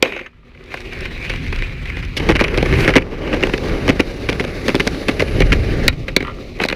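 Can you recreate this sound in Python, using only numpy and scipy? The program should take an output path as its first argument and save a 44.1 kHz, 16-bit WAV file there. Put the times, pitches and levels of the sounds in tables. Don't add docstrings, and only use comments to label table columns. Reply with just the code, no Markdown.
import sys
import numpy as np
from scipy import signal
from scipy.fft import rfft, irfft, next_fast_len
from scipy.io import wavfile
from scipy.ndimage import uniform_filter1d, map_coordinates

SR = 44100
rng = np.random.default_rng(int(sys.argv[2]) if len(sys.argv) > 2 else 0)


def gain_from_decibels(decibels):
    exponent = np.asarray(decibels, float) / 20
    return 10 ** exponent


def unload_audio(sound):
    columns = np.transpose(np.atleast_2d(sound))
    steps = np.round(np.clip(columns, -1, 1) * 32767)
    wavfile.write(sys.argv[1], SR, steps.astype(np.int16))


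N = 297675
STILL_S = 0.27

# (centre [Hz], width [Hz], level [dB])
AXLES = [(3840, 300, 8), (4940, 1700, 0), (6400, 500, 3)]


def unit(x):
    return x / np.sqrt(np.mean(x ** 2) + 1e-20)


def along(points, hz):
    f, v = np.transpose(points)
    return np.interp(np.log(hz + 1), np.log(f + 1), v)


def curves(rows):
    s, *cols = np.transpose(rows)
    return [np.interp(np.arange(N) / SR, s, c) for c in cols]


def wobble(rate):
    knots = rng.standard_normal(int(N * rate / SR) + 4)
    return map_coordinates(knots, [np.arange(N) * rate / SR])


def filtered(x, response):
    m = next_fast_len(N + SR // 2)
    gain = response(np.fft.rfftfreq(m, 1 / SR))
    gain = gain / np.sqrt(np.mean(np.abs(gain) ** 2))
    return irfft(rfft(x, m) * gain, m)[:N]


def modes(x, table):
    def response(f):
        total = 0
        for k, (centre, width, db) in enumerate(table):
            damping = 1j * f * width
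            total = total + (-1) ** k * gain_from_decibels(db) * damping / (centre ** 2 - f ** 2 + damping)
        return total
    return filtered(x, response)


def coloured(x, spectrum):
    return filtered(x, lambda hz: gain_from_decibels(along(spectrum, hz)))


def contacts():
    # (time [s], clack [dB], deck thud [dB], length [s])
    empty_strikes = [(.0257, 1, 2, 0.0013), (.030, -10.5, 6.5, 0.0022), (0.049, -24.5, -15, 0.0098),
                     (0.057, -21.5, 9, 0.0037), (.0783, -29, -7, 0.0047), (.1222, -25, 9, 0.0052),
                     (0.164, -24, 9, 0.0049), (0.1764, -28, -15, 0.0042), (0.192, -27.5, -15, 0.0078),
                     (0.211, -32.5, 6, 0.0061), (.2315, -43, 9, 0.0011), (0.262, -31, -11, 0.0084),
                     (0.517, -47, -2, 0.0019), (0.55, -44.5, -6, .0063), (.575, -42, -1, .003),
                     (.6079, -45, 13, 0.0081), (0.719, -31, -10, 0.0033), (0.741, -21, 7, 0.0048),
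                     (0.773, -26.5, -16, 0.0044), (0.9254, -32, 3, 0.016), (1.0546, -25.5, -14, 0.0084),
                     (1.226, -25.5, -19, 0.0025), (1.297, -20, 0.5, 0.0095), (1.337, -25, 2, 0.005),
                     (1.526, -22, 1.5, 0.0078), (1.588, -26.5, -20, 0.0051), (1.623, -18.5, -1, 0.0016),
                     (1.8563, -30, -7, 0.0082), (1.9002, -26, -12, 0.0043), (1.9694, -23, 8, 0.0032),
                     (2.027, -30.5, -11, 0.013)]
    # (time [s], clack [dB], deck thud [dB], metal tick [dB], length [s])
    pebbles = [(0.64, -44, -14, 2, .002), (.66, -48, -9, 0, .002), (.805, -34, -6, 4, .002),
               (0.934, -34, -9, 4, .002), (.99, -36, -9, 2, 0.0022), (1.008, -32, -13, 5, .002),
               (1.36, -26, -9, -10, .003), (1.465, -26, -9, -9, 0.0016), (1.481, -35, -9, 1, .002),
               (1.561, -26, -7, -6, .003), (1.874, -33, -9, -4, .002), (2.051, -35, -9, 1, .002)]
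    trick = [(2.168, -24.5, -2, 1, 0.006), (2.174, -21, -11, 0.5, 0.012), (5.8801, 0, -7, -7.5, 0.002),
             (5.883, -2, -11, -11, 0.0021), (5.928, -37, 6, -12, 0.019), (6.0825, -21.5, 1, -17, 0.0097),
             (6.1646, -4, -2.5, -4.5, 0.0035), (6.205, -26, 7.5, -17, 0.0086),
             (6.226, -24.5, 8, -15, 0.0038), (6.271, -30.5, 4.5, -15, 0.0053), (6.59, -38, 14, -2, 0.0013),
             (6.601, -15.5, 2.5, -28, 0.0052), (6.616, -23, 1, -13, 0.013),
             (6.626, -25, -33, -13.5, 0.0066), (6.6374, -13, -8, -9, 0.0041),
             (6.6508, -25.5, 16.5, -3, 0.0029), (6.659, -30, -3, -3, 0.0054),
             (6.6863, -17.5, -7.5, -8.5, 0.0048), (6.7, -17.5, -10, -15, 0.0035),
             (6.7116, -22, 1, -17, 0.0027), (6.7264, -15.5, -3, -18, 0.0041)]
    push = [(2.199, -22.5, 1.5, -10, 0.0056), (2.204, -23, -5, -12, .002), (2.289, -18, 8, -3, 0.0049),
            (2.295, -11.5, 4.5, -14, 0.0049), (2.303, -14.5, 2, -8, .004), (2.3125, -16.5, 4, -9, 0.0029),
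            (2.321, -20, -5, -7, 0.0034), (2.3527, -18.5, -1, -12, .004), (2.358, -16.5, -1.5, -10, 0.0045),
            (2.365, -18, -4, -7, 0.0049), (2.393, -16, -11, -11, 0.0057), (2.402, -13, -12, -11, 0.0051),
            (2.41, -14.5, 7.5, -7.5, 0.0059), (2.420, -19.5, 2, -12, 0.0046), (2.44, -17, -1, -5, 0.0054),
            (2.445, -17, -9, -25, 0.0076), (2.481, -21.5, -10, -8.5, 0.0057), (2.5424, -22, 0, -12, 0.0044),
            (2.5756, -18, 7, -4, .005), (2.583, -17.5, -1, -8, 0.0034), (2.6268, -18.5, 7, -7, 0.0055),
            (2.659, -24, 7, -6, 0.0062), (2.667, -30, 9, -13, 0.0054), (2.726, -18.5, 4, -11, 0.0038),
            (2.7385, -19.5, -2, -10, 0.0042), (2.786, -24, 2, -10, .004), (2.806, -25.5, -10, 1, 0.0058),
            (2.847, -20.5, 9.5, -6, .004), (2.8778, -6.5, 4, -9.5, 0.0031),
            (2.884, -13.5, -1.5, -12, 0.0047), (2.892, -13, 1, -13, 0.0059), (2.904, -19.5, 2, -10, 0.0056),
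            (2.938, -15, -10, -13, 0.0039), (2.948, -18, -10, -18, 0.0022), (2.9562, -9.5, 4.5, -9, 0.0034),
            (2.962, -5.5, 9, -22, 0.0036), (2.967, -7.5, -2, -20, 0.0028), (2.974, -12, 10, -12, .003),
            (2.982, -11, -11, -12, 0.0031), (3.021, -27, 0, -14, 0.0055)]
    joints = [(3.276, -29, 4, -16, 0.0095), (3.329, -18, 6, -19, 0.0038), (3.337, -20.5, 7.5, -13, 0.0068),
              (3.345, -22, 1.5, -8, 0.0052), (3.369, -23, -2, -15, 0.0018), (3.408, -29, 0, -7, 0.0032),
              (3.427, -15.5, 4.5, -13, 0.0034), (3.435, -10, 1.5, -18, 0.0038), (3.47, -21, -1, -5, 0.004),
              (3.496, -23, 5, -9, .003), (3.536, -15.5, -2, -13, 0.0062), (3.543, -24, 3, -19, 0.0046),
              (3.579, -23, -13, -4, 0.0037), (3.638, -18.5, -10, -17, 0.0012),
              (3.695, -24.5, -10, -15, 0.0048), (3.8792, -16.5, 5, -6, 0.005),
              (3.8903, -14, 3.5, -8, 0.0042), (3.896, -16, 11, -5, 0.0056), (3.903, -16.5, 1, -8.5, 0.0052),
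              (3.9954, -16, 6.5, -14, 0.0074), (4, -14, 7.5, -7.5, 0.0032), (4.005, -15.5, 4, -1.5, .003),
              (4.2885, -11.5, 3.5, -13, 0.0042), (4.295, -22.5, 7, 0, 0.0035), (4.3, -18, 2, -4, 0.0022),
              (4.321, -28, 13.5, -16, 0.0034), (4.329, -23.5, 10, -3, 0.0035), (4.397, -17, 4, -11, 0.0036),
              (4.402, -20.5, 8.5, -6, 0.0039), (4.409, -24.5, 6, -3, 0.0035), (4.440, -21.5, 7, -9, .002),
              (4.449, -26.5, 8, -2.5, 0.0038)]
    seams = [(4.6817, -14, 7.5, -1.5, 0.0048), (4.691, -17.5, 6.5, -7.5, 0.0055),
             (4.701, -20, 3, -8, 0.0047), (4.745, -17, 10, -12, .003), (4.7526, -18, 11, 2, 0.0028),
             (4.761, -17.5, 5, -6, 0.0018), (4.798, -15, 5, -7, 0.0045), (4.803, -11, -4.5, -12, 0.0036),
             (4.808, -19.5, 3, -6, 0.0042), (4.868, -23.5, 21.5, -1, 0.0023), (4.8748, -13.5, 5, 0, 0.0036),
             (4.946, -27, -3, -14, .003), (5.0835, -15.5, 8, -3, 0.0048), (5.09, -14, 8.5, -8.5, 0.0051),
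             (5.097, -20, -2, -7, .003), (5.196, -14.5, -4, -7, 0.0044), (5.2038, -16.5, 2, -6, 0.007),
             (5.221, -22.5, 17.5, 0, 0.0045), (5.404, -13.5, 7, -3, 0.0037),
             (5.412, -24.5, 12.5, -7, 0.0045), (5.42, -12.5, -1, -12, 0.0051),
             (5.5206, -9, 0.5, -18, 0.0057), (5.528, -12, 4, -7, 0.0043), (5.535, -16, -2.5, -8, 0.004)]
    s, db, thud_db, length = np.transpose(empty_strikes)
    tick_db = -9.5 + 0.35 * (db + 17.5) + 1.5 * (s > STILL_S)
    empty = np.c_[s, db, thud_db, tick_db, length]
    return np.vstack([empty, trick, push, joints, seams, pebbles])


def deck(force):
    # (time [s], load on the deck [0-1])
    rider_on = [
        (0, 0.04),
        (2.1, 0),
        (2.2, 1),
        (5.88, 0.48),
        (5.95, 0.63),
        (6.55, 0.09),
        (6.6, 0.95),
        (6.75, 0.85),
    ]
    # (centre [Hz], width [Hz], level [dB])
    free_deck = [(248, 150, -28), (365.7, 61, 1), (524, 76, -2), (735, 250, -10), (1140, 170, -9.5)]
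    # (centre [Hz], width [Hz], level [dB])
    loaded_deck = [(161, 107, -2.5), (296, 143, 3), (405, 144.6, 5), (572.7, 159, -1.5), (798, 171, -6.5),
                   (1183, 160, -8)]
    load = np.clip(curves(rider_on)[0], 0, 1)
    free = gain_from_decibels(-6.5) * modes(force * np.sqrt(1 - load), free_deck)
    loaded = modes(force * np.sqrt(load), loaded_deck)
    return filtered(free + loaded, lambda hz: 1 / (1 + 1j * hz / 1100) ** 2)


def clatter():
    # (centre [Hz], width [Hz], level [dB])
    wheel_modes = [(955, 197, -9), (1540, 476, -3.5), (2160, 363, 4), (2537, 474, 1), (2974, 368, -3.5)]
    # (frequency [Hz], density [dB per Hz])
    tick_spectrum = [(2200, -22), (3400, 3.5), (4300, 0.5), (5600, -3), (7400, -18.5), (10600, -17),
                     (15400, -34)]
    force = np.zeros((3, N + 2048))
    t = np.arange(-512, 1536) / SR
    strikes = contacts()
    noise = rng.standard_normal((len(strikes), 3, len(t)))
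    noise = noise * np.abs(noise) ** 0.052
    since = strikes[:, :1] - strikes[:, 0]
    rests = np.where(since > 0, since, 1).min(axis=1)
    for (s, db, thud_db, tick_db, length), shake, rest in zip(strikes, noise, rests):
        sharp = np.where(rest > .015, .12, .3) * gain_from_decibels(-.2 * (db + 12))
        span = np.clip(length, .0005, .015) * np.where(t < 0, sharp, .9)
        spans = span * np.array([[1], [.85], [.8]])
        shape = np.exp(-np.abs(t / spans) ** np.where(t < 0, 1.1, 1.3))
        level = gain_from_decibels(db + np.array([[3], [thud_db - 7.5], [tick_db + 1]]))
        start = round(s * SR)
        force[:, start:start + len(t)] += level * shape * shake
    clack, thud, tick = force[:, 512:N + 512]
    seconds = np.arange(N) / SR
    bouncing = np.abs(seconds - .24) < .2
    metal = coloured(tick * np.where(bouncing, .05, 1), tick_spectrum)
    metal = metal + 0.24 * modes(modes(tick * bouncing, AXLES), AXLES)
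    slap = 1.74 * modes(tick * (seconds > 5.8), [(3940, 340, 0)])
    return modes(clack, wheel_modes) + deck(thud) + metal + slap


def park(x):
    # (frequency [Hz], decay time t60 [s])
    decay = [(200, 0.17), (2200, 0.1), (5000, 0.038), (8000, 0.02), (14000, 0.013)]
    hz, t, z = signal.stft(rng.standard_normal(SR // 2), SR, nperseg=256)
    fading = gain_from_decibels(-60 * t / along(decay, hz)[:, None])
    tail = signal.istft(z * fading, SR, nperseg=256)[1]
    late = np.pad(x, (200, 0))
    return signal.fftconvolve(late, tail / np.linalg.norm(tail))[:N]


def grit(rate, spread_db, smooth):
    struck = rng.random(N) < rate / SR
    size_db = spread_db * np.minimum(rng.exponential(size=N), 3.5)
    grains = struck * rng.standard_normal(N) * gain_from_decibels(size_db)
    return unit(unit(grains) + smooth * rng.standard_normal(N))


def patchy(x, depth_db):
    z = signal.stft(x, nperseg=512)[2]
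    field = uniform_filter1d(rng.standard_normal(z.shape), size=6, axis=0)
    field = uniform_filter1d(field, size=10, axis=1)
    return unit(signal.istft(z * gain_from_decibels(depth_db * unit(field)), nperseg=512)[1][:N])


def shivering():
    t = np.arange(N) / SR
    decay = gain_from_decibels(-24.5 - 110 * (t - 0.04))
    stopping = np.clip((STILL_S + 0.038 - t) / 0.033, 0, 1) ** 2
    return decay * (t > 0.025) * stopping


def rolling(blows):
    # (time [s], roll strength [dB], weight pressing the wheels [0-1])
    roll_points = [(0, -53.5, 0.94), (.34, -61.5, 0.4), (.55, -55, 0.5), (.75, -36.5, 0.26), (1, -34, 0.21),
                   (1.6, -32.5, 0), (2.12, -36.5, 0.12), (2.2, -31.5, 0.68), (2.5, -27.5, 0.75),
                   (2.82, -20.5, 0.41), (3.06, -36.5, 0.94), (3.25, -30.5, 0.96), (3.8, -30.5, 0.83),
                   (4.2, -35, 0.82), (4.95, -32, 0.8), (5.85, -29.5, 0.82), (5.91, -38, 0.67),
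                   (6.75, -41, 0.91)]
    # (time [s], wheel speed seen by the microphone [0-1])
    speed_points = [(1, 0), (2.1, 0.33), (2.8, 0.53), (3.05, 0), (3.3, 0), (3.7, 0.6), (4.7, 0.97),
                    (5.4, 0.97), (5.85, 0.4), (5.92, 0.52), (6.75, 0.5)]
    # (centre [Hz], width [Hz], level [dB])
    free_wheels = [(1840, 1190, -2.5), (2430, 594, 3.5), (3970, 680, -17.5)]
    # (centre [Hz], width [Hz], level [dB])
    pressed_wheels = [(1160, 380, -6.5), (1580, 380, 0.5), (2150, 570, 1.5), (2990, 810, -5)]
    # (frequency [Hz], density [dB per Hz])
    truck_spectrum = [(1900, -67), (3300, -0.5), (3750, 4), (4790, -0.5), (5320, -4.5), (6030, -6),
                      (6900, -14), (8600, -20), (9400, -17), (10000, -16), (11000, -26), (12400, -24),
                      (14700, -20), (15500, -22)]
    # (centre [Hz], width [Hz], level [dB])
    race_modes = [(9350, 1000, -2), (10900, 1700, 0)]
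    # (time [s], level over the wheels [dB])
    sing_points = [(0.6, -1), (.8, -2.5), (1.2, -12.5), (2.1, -15.5), (2.6, -20), (2.82, 7.5), (2.95, -7),
                   (6.75, -28)]
    t = np.arange(N) / SR
    roll_db, weight = curves(roll_points)
    speed, = curves(speed_points)
    shiver = shivering()

    skip_db, skip_s, skip_depth = -21.5, 0.2, 0.26
    keep = np.exp(-1 / (skip_s * SR))
    jolt = signal.lfilter([1 - keep], [1, -keep], blows ** 2)
    roll = gain_from_decibels(roll_db) * (1 + jolt / gain_from_decibels(2 * skip_db)) ** -skip_depth

    bumps = 0.96 * wobble(30) + 1.44 * wobble(70)
    ground = deck(grit(600, spread_db=0.5, smooth=1.55))
    ground = ground / np.sqrt(np.abs(uniform_filter1d(ground ** 2, size=SR // 3)))
    fine = patchy(grit(1200, spread_db=3, smooth=1.66), depth_db=2)

    empty = np.interp(t, [2.1, 2.2, 5.88, 5.92, 6.56, 6.6], [1, 0, 0, .5, .5, 0])
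    wheels = modes(fine * np.sqrt(empty), free_wheels)
    wheels = wheels + modes(fine * np.sqrt(1 - empty), pressed_wheels)
    whirr = (roll + shiver) * gain_from_decibels(bumps + 1.05 * wobble(13)) * wheels

    bearings = unit(coloured(fine + 1.25 * rng.standard_normal(N), truck_spectrum))
    hiss_level = roll * gain_from_decibels(-18 + 7.5 * weight + 7 * speed) + gain_from_decibels(-38) * shiver
    hiss = hiss_level * gain_from_decibels(1.26 * bumps + 1.36 * wobble(4.5)) * bearings

    rumble_level = roll * gain_from_decibels(-8 + 19.5 * weight) + gain_from_decibels(-0.5) * shiver
    rumble = rumble_level * gain_from_decibels(bumps + 0.52 * wobble(5.4)) * ground

    race_level = roll * gain_from_decibels(-43.5 + 13.5 * speed) * (1 - empty)
    races = race_level * modes(modes(fine, race_modes), race_modes)

    hum_level = roll * gain_from_decibels(curves(sing_points)[0]) + gain_from_decibels(-2) * shiver
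    hum = hum_level * modes(rng.standard_normal(N), [(372, 26, 0)])
    jingle = gain_from_decibels(-29) * shiver * modes(modes(fine, AXLES), AXLES)
    return rumble + whirr + hiss + races + hum + jingle


def lamps():
    # (time [s], level [dB])
    hum_points = [(0, -52), (.45, -53), (.9, -40.5), (1.4, -37.5), (2.1, -54), (6.75, -40.5)]
    turns = np.cumsum(242 + 1.57 * wobble(8.1)) / SR
    return gain_from_decibels(curves(hum_points)[0] - 0.5 + 2.7 * wobble(26)) * np.sin(2 * np.pi * turns)


def wind():
    # (time [s], strength [dB])
    strength = [(0, -44), (.3, -46.5), (.7, -41), (1, -27.5), (1.5, -21.5), (2.05, -23.5), (2.34, -16.5),
                (2.55, -22), (2.75, -11.5), (3.2, -30), (3.9, -20), (4.1, -28.5), (4.64, -22.5),
                (5.06, -29), (5.4, -12), (5.86, -16), (5.93, -18.5), (6.35, -31.5)]
    # (frequency [Hz], density [dB per Hz])
    air_spectrum = [(12, -43), (20, -0.5), (38, 3.5), (160, -8), (195, -17), (260, -15), (340, -24.5),
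                    (570, -120)]
    lumps = gain_from_decibels(0.88 * wobble(12) + 1.65 * wobble(25))
    push = unit(coloured(lumps * rng.standard_normal(N), air_spectrum))
    return gain_from_decibels(curves(strength)[0] + 1.5 * wobble(3.98)) * 2.9 * np.tanh(push / 2.9)


def town():
    # (frequency [Hz], density [dB per Hz])
    traffic_spectrum = [(300, -19), (1200, -7), (2300, 2), (4500, -12), (7000, -28), (15000, -38)]
    return gain_from_decibels(-63) * coloured(rng.standard_normal(N), traffic_spectrum)


def grind():
    # (time [s], level [dB])
    scrape = [
        (6.2, -60),
        (6.235, -35),
        (6.285, -34),
        (6.33, -42),
        (6.36, -50),
        (6.39, -43),
        (6.43, -56),
        (6.47, -68),
    ]
    # (centre [Hz], width [Hz], level [dB])
    ledge_modes = [(930, 130, -8), (1200, 60, 4), (1365, 65, 0), (1960, 200, -7), (3000, 260, -11)]
    slips = gain_from_decibels(2.5 * wobble(50)) * grit(600, spread_db=6, smooth=0.66)
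    return modes(gain_from_decibels(curves(scrape)[0]) * slips, ledge_modes)


def scene():
    blows = clatter() + grind()
    board = blows + gain_from_decibels(-21) * park(blows) + rolling(blows)
    return (board + lamps() + wind() + town())[None]


def band_limit(x):
    return signal.sosfilt(signal.butter(12, 16610, fs=SR, output="sos"), x)


def record(dry):
    top_hz = 15400
    m = next_fast_len(N)
    edge = np.interp(np.fft.rfftfreq(m, 1 / SR), [top_hz - 150, top_hz + 100], [1, 0])
    x = irfft(rfft(dry, m) * edge, m)[:, :N]
    x = x / (1 + np.abs(x / .97) ** 6) ** (1 / 6)
    return band_limit(x)


dry = scene()
out = record(dry)
unload_audio(out)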